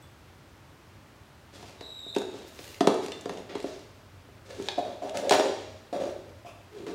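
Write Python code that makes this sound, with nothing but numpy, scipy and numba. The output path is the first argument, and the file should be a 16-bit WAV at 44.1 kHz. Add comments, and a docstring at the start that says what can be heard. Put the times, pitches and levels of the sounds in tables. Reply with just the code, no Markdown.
"""A light plastic bowl knocks, clatters and judders over floor tiles as a puppy noses it along.
Each knock is a rim crack and a boom of the shell; each push is a gritty stick-slip scrape.
Claws tick, paws brush the floor, the collar clinks, and the puppy gives one thin whine and a sniff.
The hard-walled room rings on over a bed of steady air and a low drone."""
import sys
import numpy as np
from scipy import signal
from scipy.fft import rfft, irfft
from scipy.io import wavfile
from scipy.ndimage import uniform_filter1d
from numba import njit

SR = 44100
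rng = np.random.default_rng(int(sys.argv[2]) if len(sys.argv) > 2 else 0)


def pcm_store(signal):
    """Save signal as 16-bit PCM."""
    levels = np.round(np.clip(np.atleast_2d(signal), -1, 1) * 32767)
    wavfile.write(sys.argv[1], SR, levels.astype(np.int16).T)


N = 306120

# nudges that slide the bowl: t/s, length/s, attack/s, level/dB, base resonance/Hz, relative grit/dB
PUSHES = [(4.487, 0.052, 0.019, -42, 526, -2), (4.577, .065, .015, -38.5, 400, -27),
          (4.775, 0.034, 0.0085, -24.5, 640, -16.5), (4.819, 0.16, .015, -41.5, 627, -7.5),
          (5.015, .09, 0.0131, -34, 662, -11.5), (5.138, 0.082, .014, -31.5, 626, -7.5),
          (5.214, 0.094, 0.028, -29, 574, -13.5), (5.311, 0.051, 0.0057, -19, 648, -3),
          (5.381, 0.12, .015, -32, 565, -10), (5.926, 0.069, 0.0029, -30.5, 630, -12.5),
          (5.997, 0.13, .003, -32, 570, -12), (6.445, 0.063, 0.0062, -46.5, 700, -20),
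          (6.702, 0.16, .09, -37.5, 430, -10), (6.864, 0.085, 0.0033, -35.5, 413, -11)]
# contact spectrum of plastic on tile: f/Hz, level/dB
PLASTIC_EQ = [(100, -42.5), (300, 3), (1000, -1.5), (2000, -4), (3800, -5.5), (5000, -8), (7000, -13),
              (10000, -19), (15500, -41)]
# contact spectrum of a claw on tile: f/Hz, level/dB
CLAW_EQ = [(100, -52), (250, -18), (550, -8.5), (800, 2), (1150, -20), (1500, -10.5), (2300, -3),
           (4000, -3), (5200, -4), (7000, -3.5), (10000, -13), (15500, -31)]


def undb(db):
    """Decibels to gain."""
    return 10 ** (np.asarray(db) / 20)


def unit(x):
    """Scale to rms 1."""
    return x / np.sqrt(np.mean(x ** 2) + 1e-20)


def peaked(x, db):
    """Scale so that the loudest 4 ms have this level."""
    return x * undb(db) / np.sqrt(uniform_filter1d(x ** 2, size=176).max())


def steady(x, hold_s=0.015):
    """Ride the gain to hold the short-term rms at 1."""
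    return x / np.sqrt(np.abs(uniform_filter1d(x ** 2, int(hold_s * SR))) + 1e-18)


def add(track, start, x):
    """Mix x into the track at a start time in seconds."""
    i = max(int(start * SR), 0)
    track[i:i + len(x)] += x[:max(N - i, 0)]


def cut(x, hz, kind, order=2):
    """Butterworth low-pass or high-pass."""
    return signal.sosfilt(signal.butter(order, hz, kind, fs=SR, output="sos"), x)


def along(points, n):
    """Read (f/Hz, value) points at the bins of an n-point transform."""
    hz, value = np.transpose(points)
    return np.interp(np.log(np.arange(n // 2 + 1) * SR / n + 1), np.log(hz), value)


def colour(x, eq, size=4096):
    """Minimum-phase EQ through (f/Hz, level/dB) points."""
    cepstrum = irfft(np.log(undb(along(eq, size))))
    cepstrum[1:size // 2] *= 2
    cepstrum[size // 2 + 1:] = 0
    return signal.fftconvolve(x, irfft(np.exp(rfft(cepstrum))))[:len(x)]


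@njit
def resonant_low(x, hz, damping):
    """State-variable low-pass with a sweepable resonant cutoff."""
    low, band_state, low_state = np.empty(len(x)), 0., 0.
    for i in range(len(x)):
        g = np.tan(np.pi * hz[i] / SR)
        band = (band_state + g * (x[i] - low_state)) / (1 + g * (g + damping))
        low[i] = low_state + g * band
        band_state, low_state = 2 * band - band_state, 2 * low[i] - low_state
    return low


def walk(rate, n):
    """Smooth random wander of spread 1, with `rate` turns a second."""
    hold = int(SR / rate)
    steps = np.random.default_rng(rng.integers(2 ** 31)).standard_normal(N // hold + 2)
    return unit(uniform_filter1d(np.repeat(steps, hold), hold))[:n]


def grains(rate, spread_db, n):
    """Random micro-impacts of unequal size, about `rate` a second."""
    fires = rng.random(SR)[:n] < rate / SR
    sign = rng.choice([-1, 1], SR)[:n]
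    size = np.clip(rng.standard_normal(SR)[:n], -2, 2)
    return fires * sign * undb(spread_db * size)


def decay(t, t60):
    """Exponential fade, 60 dB down after t60 seconds."""
    return np.exp(-np.log(1000) * t / t60)


def burst(t60, size=6000):
    """Contact noise that dies in t60 seconds."""
    return rng.standard_normal(size) * decay(np.arange(size) / SR, t60)


def envelope(length_s, attack_s, release_s):
    """Time since the start and an attack, hold, release gate."""
    t = np.arange(0, length_s, 1 / SR)
    return t, np.clip(np.minimum(t / attack_s, (length_s - t) / release_s), 0, 1)


def bowl_knocks(flex_s=0.00153, chatter=0.051):
    """The rim cracks on the tile and chatters briefly; a moment later the whole shell flexes and booms."""
    # t/s, strength/dB, hardness/dB (more crack, less thump)
    knocks = [(1.627, -40, 4), (1.809, -32.5, 2.5), (2.063, -43.5, -5), (2.163, -18, -2), (2.217, -31, 3),
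              (2.341, -38.5, -6), (2.591, -41, -3.5), (2.807, -13, 0), (2.847, -31, -6), (2.872, -8, -1),
              (3.043, -36, -7), (3.257, -26, -2), (3.294, -25.5, 1), (3.553, -25.5, -1.5), (3.642, -29, -7),
              (4.287, -51.5, -7.5), (4.597, -35.5, -6), (5.309, -9.5, 3.5), (5.321, -18, 4),
              (5.396, -16, -1), (5.456, -26, -2.5), (5.494, -27.5, -3), (6.293, -53, 10), (6.866, -37, 5)]
    out = np.zeros(N)
    for start, db, hardness in knocks:
        thump_db, crack_db = db - hardness, db + hardness - 12
        force = chatter * burst(t60=0.028)
        force[0] += 1
        ring = signal.fftconvolve(force, bowl_ring())
        thump = cut(cut(ring, 537, "low", order=4), 184, "high", order=3)
        body = cut(cut(ring, 532, "high", order=4), 972, "low", order=5)
        wall = cut(cut(ring, 1340, "high", order=3), 4300, "low", order=3)
        shell = peaked(body, db - 2) + peaked(thump, thump_db) + peaked(wall, crack_db - 6)
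        crack = colour(burst(t60=0.018) + 0.4 * burst(t60=0.05), PLASTIC_EQ)
        add(out, start, peaked(crack, crack_db))
        add(out, start + flex_s, shell)
    return out


def bowl_ring(scatter_db=2.0, detune=0.032, size=6000):
    """The bowl's response to one touch; the place of contact weights and shifts its modes."""
    # shell modes: f/Hz, level/dB, t60/s
    modes = [(189, -16, 0.022), (290, -1.5, 0.019), (409.4, 2.5, 0.031), (503, -0.5, 0.034),
             (640, -1.5, 0.11), (659, 6, 0.051), (843, -17.5, 0.033), (1070, -41, 0.023),
             (1230, -3.5, 0.021), (1650, -10, 0.027), (2250, -12, .025), (3280, 1.5, 0.026),
             (3780, -8, 0.027), (4580, -5, 0.05), (5636, -2.5, 0.034), (6700, -3, 0.055)]
    hz, db, t60 = np.transpose(modes)[:, :, None]
    weight, shift = rng.standard_normal((2, len(modes), 1))
    t = np.arange(size) / SR
    partials = np.cos(2 * np.pi * hz * (1 + detune * shift) * t)
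    return np.sum(undb(db + scatter_db * weight) * decay(t, t60) * partials, axis=0)


def bowl_base(force, hz):
    """The flat base booms at one resonance and passes little above it."""
    boom = resonant_low(cut(force, 210, "high", order=4), hz, damping=0.1)
    return resonant_low(boom, hz * 1.14, damping=0.9)


def bowl_jerks(sudden_s=0.016, slip_t60=0.057):
    """The base breaks loose with one sharp slip and a few small ones; slow pushes hardly jerk."""
    out = np.zeros(N)
    for start, _, attack, db, hz, _ in PUSHES:
        force = burst(slip_t60)
        force[0] += 14
        boom = bowl_base(force, np.full(len(force), float(hz)))
        grit = cut(colour(burst(slip_t60), PLASTIC_EQ), 4100, "low")
        suddenness = 1 / (1 + (attack / sudden_s) ** 2)
        add(out, start + attack / 2, suddenness * (peaked(boom, db + 3) + peaked(grit, db - 19)))
    return out


def bowl_slides(catch_db=4.5, sag_db_per_s=37, sag_hz_per_s=83, sweep_db_per_s=33):
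    """The base sticks and slips on the glaze, the shell rocks; fine grit rasps through the thin wall."""
    out = np.zeros(N)
    for start, length, attack, db, hz, grit_db in PUSHES:
        t, gate = envelope(length, attack, release_s=0.02)
        n = len(t)
        catch = gate * steady(undb(catch_db * walk(110.3, n)))  # the rim catches and lets go
        slips = grains(rate=700, spread_db=3.0, n=n)
        rocking = cut(cut(slips, 640, "low", order=4), 189, "high", order=5)
        judder = steady(bowl_base(slips, hz - sag_hz_per_s * t)) + undb(-10) * unit(rocking)
        grit = grains(rate=2000, spread_db=2.7, n=n)
        wall = cut(signal.fftconvolve(grit, bowl_ring())[:n], 910, "high")
        rasp = unit(unit(colour(grit, PLASTIC_EQ)) + undb(-7) * unit(wall))
        rasp_gain = undb(grit_db - 2 - sweep_db_per_s * t)  # grit is swept from under the base
        scrape = undb(-3) * judder + rasp_gain * rasp
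        add(out, start, catch * undb(db - sag_db_per_s * t) * scrape)
    return out


def claw_ticks(body_db=-5, top_db=-3):
    """Claws and teeth make short hard taps, each with its own brightness."""
    # t/s, level/dB, brightness/dB
    ticks = [(2.15, -33.5, -9), (2.1841, -36.5, -0.5), (2.59, -35, -22), (2.7442, -39, -17),
             (2.942, -42, -1), (3.0619, -33.5, -7), (3.0836, -35.5, -12), (3.1194, -29.5, -15.5),
             (3.2101, -43.5, 0), (3.3732, -36, -18), (3.6017, -38, -10), (4.6858, -17, -27.5),
             (5.0947, -35, -10), (5.1717, -26.5, -6), (5.295, -18, -5.5)]
    out = np.zeros(N)
    for start, db, brightness in ticks:
        tap = colour(burst(t60=0.018), CLAW_EQ)
        body = peaked(cut(tap, 4500, "low", order=4), db + body_db)
        top = peaked(cut(tap, 6260, "high", order=4), db + brightness + top_db)
        add(out, start, body + top)
    return out


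def paw_shuffles(hiss_db=-1, pad_db=-4, uneven_db=3.0):
    """Pads and fur brush the tiles over soft dull padding; now and then a claw grazes the glaze."""
    # t/s, length/s, level/dB, relative padding/dB, hiss cutoff/Hz
    strokes = [(1.521, 0.23, -57, 5.5, 8200), (2.298, 0.17, -56.5, 6, 7600),
               (2.448, 0.35, -55, -5.5, 14000), (3.015, 0.053, -43.5, -13, 8000),
               (3.29, 0.15, -57.5, 16.5, 7000), (3.487, 0.13, -47.5, 3.5, 3300),
               (3.588, 0.26, -54.5, -4, 7000), (4.449, 0.303, -53, 0, 7900)]
    # contact spectrum of a paw on tile: f/Hz, level/dB
    paw_eq = [(100, -36), (400, 7), (1000, -7.5), (2000, -2.5), (4500, -2.5), (7000, -5.5), (10000, -10.5),
              (15500, -9.5)]
    out = np.zeros(N)
    for start, length, db, weight_db, top_hz in strokes:
        t, gate = envelope(length, attack_s=0.013, release_s=0.054)
        n = len(t)
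        fur = colour(grains(rate=3000, spread_db=4.5, n=n), paw_eq)
        brush = steady(resonant_low(fur, np.full(n, float(top_hz)), damping=np.sqrt(2)))
        pats = grains(rate=370, spread_db=8.6, n=n)
        padding = steady(cut(cut(pats, 590, "low", order=3), 150, "high", order=3))
        tap = peaked(colour(burst(t60=0.018), CLAW_EQ), db=4)
        claws = signal.fftconvolve(grains(rate=16, spread_db=3.1, n=n), tap)[:n]
        hiss = brush * undb(hiss_db + uneven_db * walk(42.8, n))
        add(out, start, gate * undb(db) * (hiss + padding * undb(weight_db + pad_db) + claws))
    return out


def whine(flutter=0.022, shimmer_db=2, fade_s=0.0081):
    """A thin whistle through the nose with a fast flutter in its pitch."""
    # whistle contour: t/s, f/Hz, level/dB
    contour = [(1.775, 3790, -60), (1.83, 3900, -48.5), (1.99, 3815, -42.5), (2.16, 3720, -48)]
    times, pitches, levels = np.transpose(contour)
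    start = times[0]
    t, gate = envelope(times[-1] - start + fade_s, fade_s, fade_s)
    hz, db = np.interp(start + t, times, pitches), np.interp(start + t, times, levels)
    wobble = unit(cut(walk(260, len(t)), 45, "high"))
    phase = 2 * np.pi * np.cumsum(hz * (1 + flutter * wobble)) / SR
    tone = np.sin(phase) + undb(-18) * np.sin(2 * phase) + undb(-29) * np.sin(3 * phase)
    out = np.zeros(N)
    add(out, start, gate * unit(tone) * undb(db + shimmer_db * walk(61.4, len(t))))
    return out


def sniff(start_s=6.447, level_db=-52.5):
    """A short puff of air through the puppy's nose."""
    # nose resonances: f/Hz, width/Hz, level/dB
    formants = [(1080, 190, 4.5), (2500, 310, 5), (3000, 270, -11), (4930, 200, -6.5)]
    t, gate = envelope(length_s=0.076, attack_s=0.021, release_s=0.028)
    air = rng.standard_normal(SR)[:len(t)]
    puff = sum(undb(db) * unit(signal.lfilter(*signal.iirpeak(hz, hz / width, fs=SR), air))
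               for hz, width, db in formants)
    out = np.zeros(N)
    add(out, start_s, gate * unit(puff) * undb(level_db))
    return out


def collar():
    """The small metal ring on the collar tinkles faintly; later the buckle clinks."""
    # modes of each part: f/Hz, level/dB, t60/s
    ring_modes = [(3460, -1, 0.17), (7800, -1, .15), (8750, -4, .13), (12600, -8, .13), (13900, -9, .1)]
    buckle_modes = [(2000, -5, 0.26), (3560, 3, 0.17), (4420, -5, 0.11), (7540, -13, 0.11)]
    tinkle = clink(ring_modes, start_s=0.023, level_db=-58.5)
    return tinkle + clink(buckle_modes, start_s=3.12, level_db=-42)


def clink(modes, start_s, level_db, size=14000):
    """One light touch sets a small metal part ringing."""
    out, t = np.zeros(N), np.arange(size) / SR
    ring = sum(undb(db) * decay(t, t60) * np.sin(2 * np.pi * hz * t) for hz, db, t60 in modes)
    add(out, start_s, peaked(ring, level_db))
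    return out


def room(x, early_db=4, early_s=0.042, predelay_s=0.0041, size=44100):
    """Close furniture answers first, then the tiles and walls ring on, duller as they fade."""
    # reverb bands: f/Hz, t60/s, level/dB
    bands = [(140, 1, -3.5), (260, 0.83, 0), (430, 0.85, 0), (960, 0.77, 1.5), (3750, 1, -0.5),
             (7000, 0.91, -1.5), (14000, 0.47, 2.5)]
    t = np.arange(size) / SR
    noise, tail = rfft(rng.standard_normal(size)), np.zeros(size)
    for hz, t60, db in bands:
        share = along([(band[0], float(band[0] == hz)) for band in bands], size)
        tail += irfft(noise * share, size) * undb(db) * decay(t, t60)
    tail *= (t > predelay_s) * undb(early_db * np.exp(-t / early_s))
    return signal.fftconvolve(x, tail / np.sqrt(np.sum(tail ** 2)))[:N]


def room_tone(air_db=-53.5, drone_hz=99, waver=0.073, drone_db=-68.5, rise_db_per_s=1.53, swell_db=4.0):
    """Steady air and a low wavering drone that slowly grows."""
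    # spectrum of the air: f/Hz, level/dB
    air_eq = [(15, -52), (25, -83), (42, -5), (96, 2), (144, -3), (170, -7.5), (333, -7), (403, -10.5),
              (449, -12.5), (572, -10), (637, -12.5), (1120, -13.5), (5000, -26), (10000, -34.5),
              (15800, -37)]
    air = unit(cut(colour(rng.standard_normal(N), air_eq), 45, "high"))
    pitch = drone_hz * (1 + waver * walk(25, N))
    drone = unit(np.sin(2 * np.pi * np.cumsum(pitch) / SR))
    drone_gain = undb(drone_db + rise_db_per_s * np.arange(N) / SR + swell_db * walk(15, N))
    return undb(air_db) * air + drone_gain * drone


def scene(hit_send_db=-3, rub_send_db=-0.5, whine_dry_db=-5):
    """Everything happens at one spot on the floor, in centred mono; the puppy's muzzle points away."""
    hits = bowl_knocks() + bowl_jerks() + claw_ticks() + collar()
    rubs = bowl_slides() + paw_shuffles() + sniff()
    voice = whine()
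    reverb = room(undb(hit_send_db) * hits + undb(rub_send_db) * rubs + voice)
    mono = hits + rubs + undb(whine_dry_db) * voice + reverb + room_tone()
    return np.array([mono, mono])


def record(dry, top_hz=15800):
    """A steep low-pass takes the very top off the mix."""
    return signal.sosfilt(signal.ellip(10, .2, 80, top_hz, fs=SR, output="sos"), dry)


dry = scene()
out = record(dry)
pcm_store(out)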